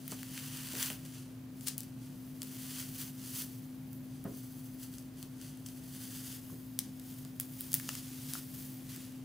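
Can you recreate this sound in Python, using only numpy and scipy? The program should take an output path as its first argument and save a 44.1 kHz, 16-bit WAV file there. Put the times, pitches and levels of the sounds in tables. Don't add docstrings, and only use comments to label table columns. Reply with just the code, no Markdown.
import sys
import numpy as np
from scipy import signal
from scipy.fft import rfft, irfft
from scipy.io import wavfile
from scipy.ndimage import uniform_filter1d, map_coordinates

SR = 44100
rng = np.random.default_rng(int(sys.argv[2]) if len(sys.argv) > 2 else 0)


def generate_wav(signal):
    frames = np.transpose(np.atleast_2d(signal))
    scaled = np.clip(frames, -1, 1) * 32767
    pcm = np.round(scaled).astype(np.int16)
    wavfile.write(sys.argv[1], SR, pcm)


def invert_db(level):
    return 10 ** (np.asarray(level, dtype=float) / 20)


N = 407484

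# f/Hz, level/dB per Hz
HOUSE_COLOUR = [(25, -46), (45, -24), (100, 1.5), (170, 2.5), (250, 2), (340, -4), (400, -10.5),
                (600, -13.5), (1000, -20), (2000, -23), (4000, -26.5), (9000, -31), (15780, -39),
                (15950, -90)]
# f/Hz, width/Hz, level/dB rms
AIR_RESONANCES = [
    (57.2, 20, -69),
    (121.4, 11, -55.5),
    (143.8, 10.2, -55),
]
# f/Hz, level/dB per Hz
HAIR_COLOUR = [(500, 12), (800, 0.5), (1300, -7.5), (2400, -4.5), (3000, 0), (5000, 5), (8000, 5.5),
               (11000, 12.5), (13000, 11.5), (15300, 18), (15780, 4), (15950, -60)]
RANGE_EDGES_HZ = (1000, 3100, 9500, 15950)
# level/dB of cloth, fibres, finest strands
REST_LEVELS_DB = (-90, -86, -70)
# t/s at start of hold, hold/s, fibre level/dB, rise/ms per 10 dB,
# finer strands level/dB
PULLS = [(0, 0.03, -65, 50, -6), (0.557, 0.16, -50.5, 300, -1.5), (0.808, 0.014, -40, 53, 2),
         (0.86, 0.023, -46.5, 50, 0), (2.2, 0.17, -70, 200, 6.5), (2.44, 0.14, -58, 40, 3),
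         (2.634, 0.044, -57, 200, 2.5), (2.755, 0.052, -47, 120, -1), (2.988, 0.039, -48.5, 90, 3),
         (3.237, 0.039, -55, 93, 0), (3.384, 0.016, -45, 88, 3), (5.174, 0.058, -62, 32, 1),
         (6.016, .34, -53, 180, 1), (7.7, .03, -58.5, 60, 4), (7.752, .02, -50, 40, 5),
         (7.883, .1, -50, 60, -0.5), (8.058, 0.09, -57, 100, 0), (8.331, 0.045, -49.5, 197, 1.5),
         (8.67, .08, -70, 100, 10)]
# t/s at peak, fibre level/dB, fade/ms per 10 dB, finer strands level/dB
STROKES = [(.127, -52, 100, 0), (.382, -51, 152, -1), (1.17, -57.5, 120, -7), (1.05, -59, 100, 1),
           (1.63, -59, 60, 5), (2.048, -61.5, 100, -9), (3.52, -64.5, 300, 4.5), (3.94, -72, 100, 14),
           (4.148, -65, 120, -4), (4.378, -57.5, 141, 3.5), (4.612, -64, 300, 6), (4.835, -53, 40, 2),
           (4.956, -59.5, 85, 1), (5.45, -55.5, 110, -3), (5.76, -62.5, 150, 0), (6.5, -63, 300, 6.5),
           (6.86, -61, 78, -8), (7.106, -60, 250, 3.5), (7.18, -65, 56, 8), (7.52, -63.5, 150, 9),
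           (7.61, -55.5, 100, 5), (8.593, -54.5, 200, 6), (8.95, -55.5, 154, -2)]
# t/s, fibre level/dB, fade/ms per 10 dB, finer strands level/dB
SLITHERS = [
    (1.673, -39.5, 38, -7),
    (1.785, -53.5, 66, 0),
    (5.665, -57, 60, 3),
    (6.795, -54, 40, -8),
    (7.402, -56, 60, 2),
    (8.893, -55.5, 200, 0),
]
# t/s, level/dB against the fibres
CAP_DRAG = [(0, -8), (.5, -4.5), (1, -4), (1.6, -10.5), (2.7, -7), (4.6, -12.5), (5.4, -8), (6.2, -9),
            (7.3, -8.5), (7.9, -9), (8.6, -8), (9.24, -5)]
# t/s, fibre peak level/dB, cap cloth level/dB and finest strands level/dB against the fibres
SNAPS = [(.0794, -36.5, -4, 11), (.119, -26, -22, -13), (.2313, -33, -2.5, 1), (.3775, -33, 2, -8),
         (.4606, -37, -17, -3), (.6874, -31, -13, -15), (.7527, -27, -8, -13), (.81, -26, -12, -6),
         (.828, -16, -14, -17), (.861, -23, -24, -6), (.9021, -28.5, 1, -7), (1.7804, -26.5, -26, 7),
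         (1.8056, -29, -21, -1), (2.419, -23, -26, -10), (2.4311, -31, -13, 3), (4.9839, -34.5, -18, -16),
         (5.228, -29, -18, -10), (5.6652, -35, -19, -9), (6.79, -17, -43, 3), (7.3995, -27, -22, 9),
         (7.4097, -36, -14, 12), (7.6084, -32.5, -14, 12.5), (7.7189, -31, -24, 2), (7.7313, -20, -30, -4),
         (7.7416, -20, -15, 13), (7.752, -30, -12, 5), (7.7989, -29, -8, -3), (7.8908, -20, -9, -9),
         (7.9526, -27, -14, -3), (8.3363, -21.5, -17, -2)]
# t/s, fibre peak level/dB, finest strands level/dB against the fibres
TICKS = [(.1127, -36, 0), (.6328, -39, -2), (.734, -30, -8), (.9302, -35, -3), (1.0521, -39, -8),
         (1.6101, -38, -11), (1.8332, -36, -4), (3.931, -43, 3), (4.241, -52, 17.5), (4.3717, -53, 15),
         (4.6448, -60, 19), (4.799, -54, 11), (4.9394, -38, -11), (5.4146, -36, -9), (5.481, -41, -11),
         (5.5732, -48, 6), (5.6873, -36, -18), (7.2501, -36.5, -7), (7.604, -43, 8), (8.353, -36, -10),
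         (8.962, -37, 4), (9.05, -40, -6), (.572, -33, -4), (.939, -41, -4), (1.061, -41, -14),
         (4.832, -37, 0), (7.618, -42, 6)]
# t/s, fibre peak level/dB, finest strands level/dB against the fibres, decay/ms
RIPS = [
    (1.672, -28.5, -4, 5.3),
    (1.683, -25.5, -3, 4.7),
    (3.42, -35, 2, 1.5),
    (5.662, -36, -11, 3),
    (6.997, -41, -2, 1.6),
    (7.07, -49, -2, 1.1),
    (7.7488, -30, 8, 1.4),
]
# t/s, level/dB left minus right
HAND_PLACE = [
    (0, 2),
    (1.1, .3),
    (1.6, 12.5),
    (1.85, 2.5),
    (2.4, 2),
    (4, 0),
    (5.7, 3),
    (6.8, 3),
    (7.25, -3.5),
    (7.74, 2),
]
# t/s, peak level/dB, rise/ms, decay/ms, top f/Hz
BUMPS = [(.118, -43, 3.5, 11, 2000), (0.732, -47, 1.4, 45, 800), (4.245, -38.5, 12, 33, 750),
         (4.243, -49, 10, 24, 2000), (0.901, -47.5, 1.8, 23, 1400), (5.227, -47, 1.8, 9.1, 900),
         (6.52, -46, 8, 24, 390), (6.86, -49.5, 6.8, 25, 402), (7.25, -51, 2, 5, 1500),
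         (7.739, -53, 1.8, 8, 900), (8.352, -60, 2.7, 15, 1800)]
# t/s, peak level/dB, ring f/Hz, t60/ms
KNOCKS = [(8.3535, -33, 1370, 10), (7.8905, -25, 2750, 9), (7.8905, -43, 1300, 18), (7.8905, -34, 1760, 12),
          (6.79, -43, 2340, 12), (0.19, -45, 2950, 12), (6.5, -46, 1070, 15), (6.79, -23, 10200, 8),
          (7.3995, -18, 11500, 5), (7.3995, -37, 3400, 8), (6.79, -27, 6200, 8), (7.7416, -13, 11500, 5),
          (2.419, -36, 3400, 8)]
# t/s, lag/ms, share of the direct sound
TABLE_BOUNCE = [
    (0, .655, .22),
    (3.5, .647, .2),
    (4.2, .647, .4),
    (5.8, .647, .38),
    (6.1, .63, .3),
    (6.9, .605, .2),
    (8, .6, .1),
    (9.24, .64, .1),
]


def level(x, db):
    return x * invert_db(db) / np.sqrt(np.mean(x ** 2))


def colour(x, points):
    hz, db = np.transpose(points)
    bins = np.fft.rfftfreq(N, 1 / SR) + 1
    gain = invert_db(np.interp(np.log(bins), np.log(hz), db))
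    return irfft(rfft(x) * gain, N)


def band(x, lo_hz, hi_hz):
    sos = signal.butter(2, [lo_hz, hi_hz], "bandpass", fs=SR, output="sos")
    return signal.sosfilt(sos, x)


def walk(rate_hz):
    hold = int(SR / rate_hz)
    held = np.repeat(rng.standard_normal(N // hold + 1), hold)
    return 1.31 * uniform_filter1d(uniform_filter1d(held, hold), hold)[:N]


def opposed(x):
    return np.array([[x], [-x]])


def wide(mid, other, side_db):
    return mid + invert_db(side_db) * other * opposed(1)


def ranges(x):
    n = x.shape[-1]
    bins = np.fft.rfftfreq(n, 1 / SR) + 1
    spectrum = rfft(x)
    steepness = (6, 9, 8, 150)
    above = [1 / (1 + (hz / bins) ** steep) for hz, steep in zip(RANGE_EDGES_HZ, steepness)]
    return [irfft(spectrum * (above[k] - above[k + 1]), n) for k in range(3)]


def house():
    mid, other = (colour(rng.standard_normal(N), HOUSE_COLOUR) for _ in range(2))
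    other = signal.lfilter(*signal.butter(1, 350, "highpass", fs=SR), other)
    return level(wide(mid, other, side_db=-4.5), -53.5)


def fan():
    motor_hz, motor_db = 258.6, -49
    strength = np.sqrt(2) * invert_db(motor_db + .5 * walk(2.85))
    tone = strength * np.sin(2 * np.pi * motor_hz * np.arange(N) / SR)
    air = 0
    for hz, width_hz, db in AIR_RESONANCES:
        air = air + level(band(rng.standard_normal(N), hz - width_hz / 2, hz + width_hz / 2), db)
    return tone * invert_db(opposed(1.7)) + air


def fibre_slips(share, scatter_db):
    size = invert_db(scatter_db * rng.exponential(size=N)) * rng.standard_normal(N)
    return np.clip(size, -7, 7) * (rng.random(N) < share)


def effort(s, hold_s, db, rise_ms, fade_ms):
    t_ms = 1000 * (np.arange(0, N, 64) / SR - s)
    away = np.maximum(-t_ms / rise_ms, (t_ms - 1000 * hold_s) / fade_ms)
    return invert_db(db - 10 * np.maximum(away, 0)) ** 2


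def drag():
    release_ms = 59.5
    sudden_ms = 7
    moves = []  # (power, finer strands dB)
    for s, hold_s, db, rise_ms, fine_db in PULLS:
        moves.append((effort(s, hold_s, db, rise_ms, release_ms), fine_db))
    for s, db, fade_ms, fine_db in STROKES:
        rise_ms = 16.6 + .6 * fade_ms
        moves.append((effort(s, 0, db, rise_ms, fade_ms), fine_db))
    for s, db, fade_ms, fine_db in SLITHERS:
        moves.append((effort(s, 0, db, sudden_ms, fade_ms), fine_db))

    steps = np.arange(0, N, 64)
    fibres = sum(power for power, _ in moves)
    finest = sum(power * invert_db(-2 + fine_db) ** 2 for power, fine_db in moves)
    cloth = fibres * invert_db(np.interp(steps / SR, *np.transpose(CAP_DRAG))) ** 2
    gains = []
    for power, rest_db in zip((cloth, fibres, finest), REST_LEVELS_DB):
        gains.append(np.interp(np.arange(N), steps, np.sqrt(power + invert_db(rest_db) ** 2)))
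    return gains


def slide():
    mid, other = (colour(fibre_slips(share=.3, scatter_db=1.0), HAIR_COLOUR) for _ in range(2))
    hair = 0
    for part, gain in zip(ranges(wide(mid, other, side_db=-11.5)), drag()):
        hair = hair + level(part, 0) * gain * invert_db(0.2 * walk(13))
    return hair * invert_db(1.12 * walk(60) + opposed(.4))


def snaps():
    snap_ms = 0.31
    loose_cap_db = -17.5
    rip_rise = 0.41
    snags = [(*row, snap_ms) for row in SNAPS]
    snags += [(s, db, loose_cap_db, fine_db, snap_ms) for s, db, fine_db in TICKS]
    snags += [(s, db, loose_cap_db, fine_db, ms) for s, db, fine_db, ms in RIPS]

    out = np.zeros((2, N + 2048))
    t = np.arange(-256, 1792) / SR
    for s, peak_db, cap_db, fine_db, ms in snags:
        fade = np.exp(-1000 * np.abs(t) / ms) + .16 * np.exp(-t / 0.005)
        swell = np.clip(1 + 1000 * t / (rip_rise * ms), 0, 1)
        burst = rng.standard_normal(2048) * swell * fade
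        burst[256] += 4.5
        burst = signal.lfilter([1, -.6], 1, burst)
        snap = 0
        for part, db in zip(ranges(burst), (cap_db, 0, fine_db)):
            snap = snap + invert_db(peak_db + db + 0.2) * part / np.abs(part).max()
        i = int(s * SR) - 256
        pan_db = np.interp(s, *np.transpose(HAND_PLACE))
        out[:, i:i + 2048] += invert_db(opposed(pan_db) / 2) * snap
    return out[:, :N]


def bumps():
    out = np.zeros(N + 8192)
    t_ms = 1000 * np.arange(8192) / SR
    for s, db, rise_ms, decay_ms, top_hz in BUMPS:
        rise = np.minimum(t_ms / rise_ms, 1) ** 2
        decay = np.exp(-np.maximum(t_ms - rise_ms, 0) / decay_ms)
        dull = signal.lfilter(*signal.butter(1, top_hz / 3, fs=SR), rng.standard_normal(8192))
        i = int(s * SR)
        out[i:i + 8192] += level(band(dull, 140, top_hz), db) * rise * decay
    return out[:N]


def knocks():
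    out = np.zeros(N + 2048)
    t = np.arange(2048) / SR
    for s, db, hz, t60_ms in KNOCKS:
        i = int(s * SR)
        out[i:i + 2048] += invert_db(db - 60 * 1000 * t / t60_ms) * np.sin(2 * np.pi * hz * t)
    return out[:N]


def table(x):
    s, lag_ms, share = np.transpose(TABLE_BOUNCE)
    n = np.arange(N)
    lag = np.interp(n / SR, s, lag_ms * SR / 1000)
    share = np.interp(n / SR, s, share)
    late = np.array([map_coordinates(side, [n - lag], order=3) for side in x])
    return (x + share * late) / np.sqrt(1 + share ** 2)


def room(x):
    t60_s, gap_s, tail_db = .22, .006, -12
    t = np.arange(SR // 2) / SR
    fade = np.exp(-np.log(1000) * t / t60_s) * np.clip(t / gap_s, 0, 1) ** 2
    mid, other = rng.standard_normal((2, len(t))) * fade
    tail = mid + 0.68 * other * opposed(1)
    tail = signal.lfilter(*signal.butter(1, 9000, fs=SR), tail)
    tail = tail * invert_db(tail_db) / np.sqrt(np.sum(tail ** 2) / 2)
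    return signal.fftconvolve(x, tail, axes=1)[:, :N]


def scene():
    near = snaps() + knocks() + bumps()
    return table(near + slide()) + room(near) + fan() + house()


def low_pass(x):
    return signal.sosfilt(signal.butter(12, 17180, fs=SR, output="sos"), x)


def record(dry):
    cut = signal.ellip(8, .2, 70, 16300, fs=SR, output="sos")
    mix = signal.sosfilt(cut, dry)
    return low_pass(mix)


dry = scene()
out = record(dry)
generate_wav(out)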